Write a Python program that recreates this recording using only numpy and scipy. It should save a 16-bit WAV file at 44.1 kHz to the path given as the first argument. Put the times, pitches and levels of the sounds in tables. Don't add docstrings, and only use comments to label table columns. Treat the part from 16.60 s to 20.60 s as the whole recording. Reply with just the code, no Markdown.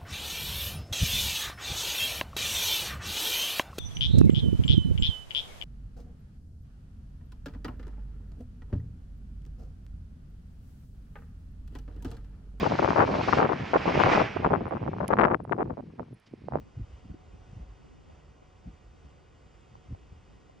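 import sys
import numpy as np
from scipy import signal
from scipy.fft import rfft, irfft
from scipy.io import wavfile
from scipy.ndimage import map_coordinates

SR = 44100
rng = np.random.default_rng(int(sys.argv[2]) if len(sys.argv) > 2 else 0)


def bounce(signal):
    frames = np.transpose(np.atleast_2d(signal))
    limited = np.clip(frames, -1, 1)
    pcm = np.round(limited * 32767).astype(np.int16)
    wavfile.write(sys.argv[1], SR, pcm)


N = 176400

# time_s, level_db
BREEZE_LEVELS = [(0, -66), (.1, -68), (.14, -79), (.4, -80), (.5, -61.5), (.8, -72.5), (.9, -79),
                 (1.15, -74), (1.25, -60), (1.52, -63), (1.6, -82), (2.6, -73), (3.05, -84.5), (3.2, -68),
                 (3.45, -65), (3.6, -80), (3.7, -66), (4, -61.5)]
# centre_s, length_s, level_db, pitch_hz
AIR_PUFFS = [(0.024, 0.013, -54, 497), (.07, 0.02, -54, 260), (.435, 0.011, -56, 220),
             (0.503, .008, -46, 300), (0.558, .014, -52, 242), (0.605, 0.0072, -58, 420),
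             (.712, .008, -59, 300), (0.75, .01, -52, 190), (0.812, .005, -58, 330), (1.01, .006, -57, 600),
             (1.028, .006, -51, 520), (1.248, .008, -52, 280), (1.35, .006, -56, 270),
             (1.499, 0.0033, -45, 420), (1.827, .007, -52, 450), (2.052, .01, -55, 477),
             (2.086, 0.0067, -53, 480), (2.351, .006, -56, 300), (2.447, .014, -57, 179),
             (3.155, .003, -44, 617), (3.349, 0.0022, -42, 716), (3.529, .006, -51, 190),
             (3.899, 0.0027, -47, 650)]
# centre_s, length_s, thud_db, knock_db, thud_pitch_hz
GRIP_BUMPS = [(0.021, 0.029, -45, -53.5, 70.6), (0.182, 0.016, -35, -43.5, 96),
              (0.202, 0.012, -41, -42.5, 115), (0.225, 0.022, -32.5, -51, 78), (0.306, 0.032, -51, -66, 60),
              (0.345, 0.023, -42, -68, 61.4), (0.458, 0.018, -48.5, -46.5, 80),
              (0.509, 0.023, -39, -42, 65), (0.547, 0.0056, -42, -41, 99), (0.679, 0.032, -47.5, -59, 66),
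              (0.742, 0.018, -47.5, -52.5, 61.5), (0.8, 0.022, -49.5, -72, 55),
              (0.894, 0.03, -49.5, -63, 80), (0.935, 0.021, -48, -52.5, 114), (0.97, 0.015, -40, -51, 82),
              (1.005, 0.016, -50.5, -48, 120), (1.029, 0.032, -39, -56.5, 54.6),
              (1.099, 0.018, -49.5, -66, 72), (1.128, 0.022, -49, -68, 60), (1.534, 0.018, -49.5, -65, 66),
              (1.7, 0.053, -57, -62.5, 62), (2.08, 0.03, -40.5, -42, 57.7), (2.14, 0.014, -48.5, -65, 62.4),
              (2.273, 0.042, -55, -73, 58), (2.46, 0.026, -51.5, -55, 61.6), (2.864, 0.0075, -50, -58, 85),
              (3.129, 0.02, -51.5, -57.5, 95), (3.169, 0.018, -52.5, -58.5, 85),
              (3.299, 0.014, -40.5, -58, 82.5), (3.319, 0.019, -37.5, -40.5, 105.5),
              (3.336, 0.019, -35, -58, 59), (3.523, 0.015, -44, -53, 80), (3.563, 0.017, -50.5, -66, 62),
              (3.745, 0.02, -51, -61.5, 66)]
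# time_s, level_db
RUMBLE_LEVELS = [(0, -59), (.12, -63.5), (.27, -57.5), (.6, -57), (1.12, -52), (1.2, -60), (2, -60.5),
                 (2.3, -57), (2.7, -63.5), (3.2, -63), (3.45, -55), (3.7, -61.5), (4, -68)]
# pitch_hz, level_db, width_hz, left_lead_rad
FAN_TONES = [(73.9, -69.5, 3.1, -0.41), (286.2, -78, 17, -1), (453.4, -79, 5, -0.7),
             (499.5, -79, 4.4, -1.4), (526, -80.5, 7.9, -0.21), (1050, -83.5, 9.7, -1.5),
             (1438, -89.5, 17, 0.81), (1478, -83.5, 13, -0.46), (1928, -88.5, 26, 0.36),
             (2030, -93, 19, 0.1), (2474, -88.5, 52, 0.33), (2904, -86.5, 55, 0.99), (3216, -92, 62, 0.95),
             (3570, -93.5, 18, -0.25), (4540, -91.5, 32, 0.28), (4700, -92, 59, 0.13), (4920, -97.5, 35, 1),
             (5190, -96, 26, 0.79), (6450, -94, 66, 1.5)]
# time_s, level_db
HUM_LEVELS = [(0, -76), (.25, -77), (.55, -70.5), (1.15, -72.5), (1.48, -81), (1.82, -73), (2.3, -74),
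              (2.75, -78.5), (3.25, -71), (3.5, -78.5), (4, -74)]
# time_s, level_db
WHINE_LEVELS = [(0, -86), (.65, -89.5), (.84, -85.5), (1.1, -89.5), (2.5, -89), (2.85, -94), (3.3, -86),
                (4, -90)]
# time_s, level_db
THIN_WHINE_LEVELS = [(0, -101), (1.5, -97.5), (1.95, -89), (2.7, -94), (2.9, -85), (3.2, -99), (4, -92)]
# delay_s, level_db
WALL_ECHOES = [(.0047, -18.5), (.0068, -16), (0.0144, -15.5)]
# time_s, gain_db
TREBLE_SWELL = [(0, -0.2), (.2, -0.4), (.32, 0.7), (.5, -.4), (1.3, .5), (1.7, -.5), (2.2, 0.2), (2.38, .9),
                (2.6, 0), (3.25, 1.5), (4, 0.4)]
# pitch_hz, level_db_per_hz
HISS_SPECTRUM = [(20, -90), (35, -82), (55, -78), (90, -84), (150, -82.5), (240, -90.5), (370, -88.5),
                 (470, -91), (650, -94), (1100, -96.5), (1400, -99.8), (1680, -104.6), (2000, -102.8),
                 (2250, -105), (2900, -104), (4150, -114), (4750, -110.7), (5550, -113.8), (6700, -115.3),
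                 (7500, -113), (8700, -121.5), (10300, -125), (12000, -135)]
# pitch_hz, likeness_0_to_1, left_lead_rad, left_minus_right_db
HISS_STEREO = [(48.7, 1, 1.5, -2.5), (89, .82, 0, 1.5), (152, 0.7, 0, -0.3), (290, 0.45, 0.4, -1.1),
               (543, 0.43, -1, -3), (840, 0.3, -1.05, -2.5), (1210, 0.3, -0.9, -2.5),
               (1480, 0.27, 0.64, -0.4), (2050, 1, 0.82, -0.7), (2840, 0.84, 0.75, 0),
               (3630, 1, -0.46, 0.5), (4860, 1, -0.9, -1), (5450, 0.96, 1, 0.5), (7330, .92, 2, 0),
               (9350, 1, 2.5, 0)]
# time_s, gain_db
HISS_SWELL = [(0, -0.5), (.35, 0.7), (.9, 0.7), (1.6, -0.7), (2.6, -0.43), (3.2, -0.07), (4, -0.3)]


def gain(db):
    return 10 ** (np.asarray(db) / 20)


def over_time(table):
    time_s, level_db = np.array(table).T
    return gain(np.interp(np.arange(N) / SR, time_s, level_db))


def pitches():
    return np.maximum(np.arange(N // 2 + 1) * SR / N, 1)


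def over_pitch(table):
    pitch_hz, *columns = np.array(table).T
    return [np.interp(np.log(pitches()), np.log(pitch_hz), column) for column in columns]


def white_spectrum():
    return rfft(rng.standard_normal(N))


def unit_level(sound):
    return sound / np.sqrt(np.mean(sound ** 2))


def wander(rate_hz):
    return unit_level(irfft(white_spectrum() * np.exp(-(pitches() / rate_hz) ** 2), N))


def noise_band(pitch_hz, octaves, top_hz):
    bell = np.exp(-(np.log2(pitches() / pitch_hz) / octaves / 2) ** 2)
    treble_cut = np.sqrt(1 + (pitches() / top_hz) ** 10)
    return unit_level(irfft(white_spectrum() * bell / treble_cut, N))


def burst(noise, centre_s, length_s, level_db):
    distance = (np.arange(N) / SR - centre_s) / length_s
    near = abs(distance) < 2
    swell = np.exp(-2 * distance[near] ** 2)
    sound = np.zeros(noise.shape)
    sound[..., near] = gain(level_db) * unit_level(swell * noise[..., near]) * np.sqrt(np.mean(swell ** 2))
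    return sound


def breeze():
    octaves, top_hz, flutter_db = 0.48, 1600, 3.5
    flutter = noise_band(pitch_hz=188, octaves=octaves, top_hz=top_hz) * over_time(BREEZE_LEVELS)
    flutter *= gain(flutter_db * wander(rate_hz=23))
    puffs = sum(burst(noise_band(pitch_hz, octaves, top_hz), centre_s, length_s, level_db)
                for centre_s, length_s, level_db, pitch_hz in AIR_PUFFS)
    return np.array([flutter + puffs, -flutter - puffs])


def case_noise(pitch_hz, octaves, side_db):
    shared, side = (noise_band(pitch_hz, octaves, top_hz=373) for _ in range(2))
    return unit_level(np.array([shared + gain(side_db) * side, shared - gain(side_db) * side]))


def wobble(bumps):
    pitch_hz, fade_s, level_db = 56.4, 0.036, -12.5
    t = np.arange(N) / SR
    ring = np.exp(-t / fade_s) * np.sin(2 * np.pi * pitch_hz * t) * 2 / (fade_s * SR)
    return gain(level_db) * signal.fftconvolve(bumps.mean(axis=0), ring)[:N]


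def handling():
    bumps = np.zeros((2, N))
    for centre_s, length_s, thud_db, knock_db, thud_pitch_hz in GRIP_BUMPS:
        thud = case_noise(thud_pitch_hz, octaves=0.27, side_db=-32)
        knock_hz = 159.5 * (0.02 / length_s) ** 0.2
        knock = case_noise(knock_hz, octaves=0.4, side_db=-18)
        bumps += burst(thud, centre_s, length_s, thud_db) + burst(knock, centre_s, length_s, knock_db)
    rumble = case_noise(pitch_hz=57.3, octaves=0.45, side_db=-26.5) * over_time(RUMBLE_LEVELS)
    return bumps + wobble(bumps) + rumble


def tone(pitch_hz, width_hz, left_lead_rad, steadiness=0.18):
    peak = 1 + (2 * (pitches() - pitch_hz) / width_hz) ** 2
    wave = np.fft.ifft(white_spectrum() / peak, N)
    wave /= abs(wave) ** steadiness
    return unit_level(np.array([(wave * np.exp(0.5j * side * left_lead_rad)).real for side in (1, -1)]))


def fan():
    faint = sum(gain(level_db) * tone(pitch_hz, width_hz, left_lead_rad)
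                for pitch_hz, level_db, width_hz, left_lead_rad in FAN_TONES)
    hum = tone(pitch_hz=738.5, width_hz=5, left_lead_rad=-1, steadiness=0.8) * over_time(HUM_LEVELS)
    whine = tone(pitch_hz=5912, width_hz=52, left_lead_rad=0.4) * over_time(WHINE_LEVELS)
    thin_whine = tone(pitch_hz=7380, width_hz=70, left_lead_rad=1.7) * over_time(THIN_WHINE_LEVELS)
    return faint + hum + whine + thin_whine


def near_wall(hiss):
    treble_from_hz, sway_s = 1700, 0.00004
    treble = irfft(rfft(hiss) / (1 + (treble_from_hz / pitches()) ** 8), N)
    rippled = treble.copy()
    for delay_s, level_db in WALL_ECHOES:
        read_at = np.arange(N) - (delay_s + sway_s * wander(rate_hz=0.96)) * SR
        echo = np.array([map_coordinates(port, [read_at], mode="mirror") for port in treble])
        rippled += gain(level_db) * echo
    rippled *= np.std(treble) / np.std(rippled)
    return hiss - treble + rippled * over_time(TREBLE_SWELL)


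def ventilation_and_traffic():
    level_db, = over_pitch(HISS_SPECTRUM)
    likeness, left_lead_rad, balance_db = over_pitch(HISS_STEREO)
    likeness = np.clip(likeness, 0, 1)
    shared, ports = white_spectrum(), []
    for side in (1, -1):
        alike = np.sqrt(likeness) * shared * np.exp(0.5j * side * left_lead_rad)
        scattered = np.sqrt(1 - likeness) * white_spectrum()
        colour = gain(level_db + side * balance_db / 2) * np.sqrt(SR / 2)
        ports.append(irfft((alike + scattered) * colour, N))
    drift_db = 0.61 * wander(rate_hz=3.4)
    return np.array(ports) * over_time(HISS_SWELL) * gain(drift_db)


def scene():
    return near_wall(ventilation_and_traffic()) + fan() + handling() + breeze()


def record(dry):
    low_cut_hz, high_cut_hz = 31, 9400
    thinned = irfft(rfft(dry) / np.sqrt(1 + (low_cut_hz / pitches()) ** 10), N)
    treble_cut = signal.ellip(8, 0.1, 70, high_cut_hz, fs=SR, output="sos")
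    return signal.sosfiltfilt(treble_cut, thinned)


dry = scene()
out = record(dry)
bounce(out)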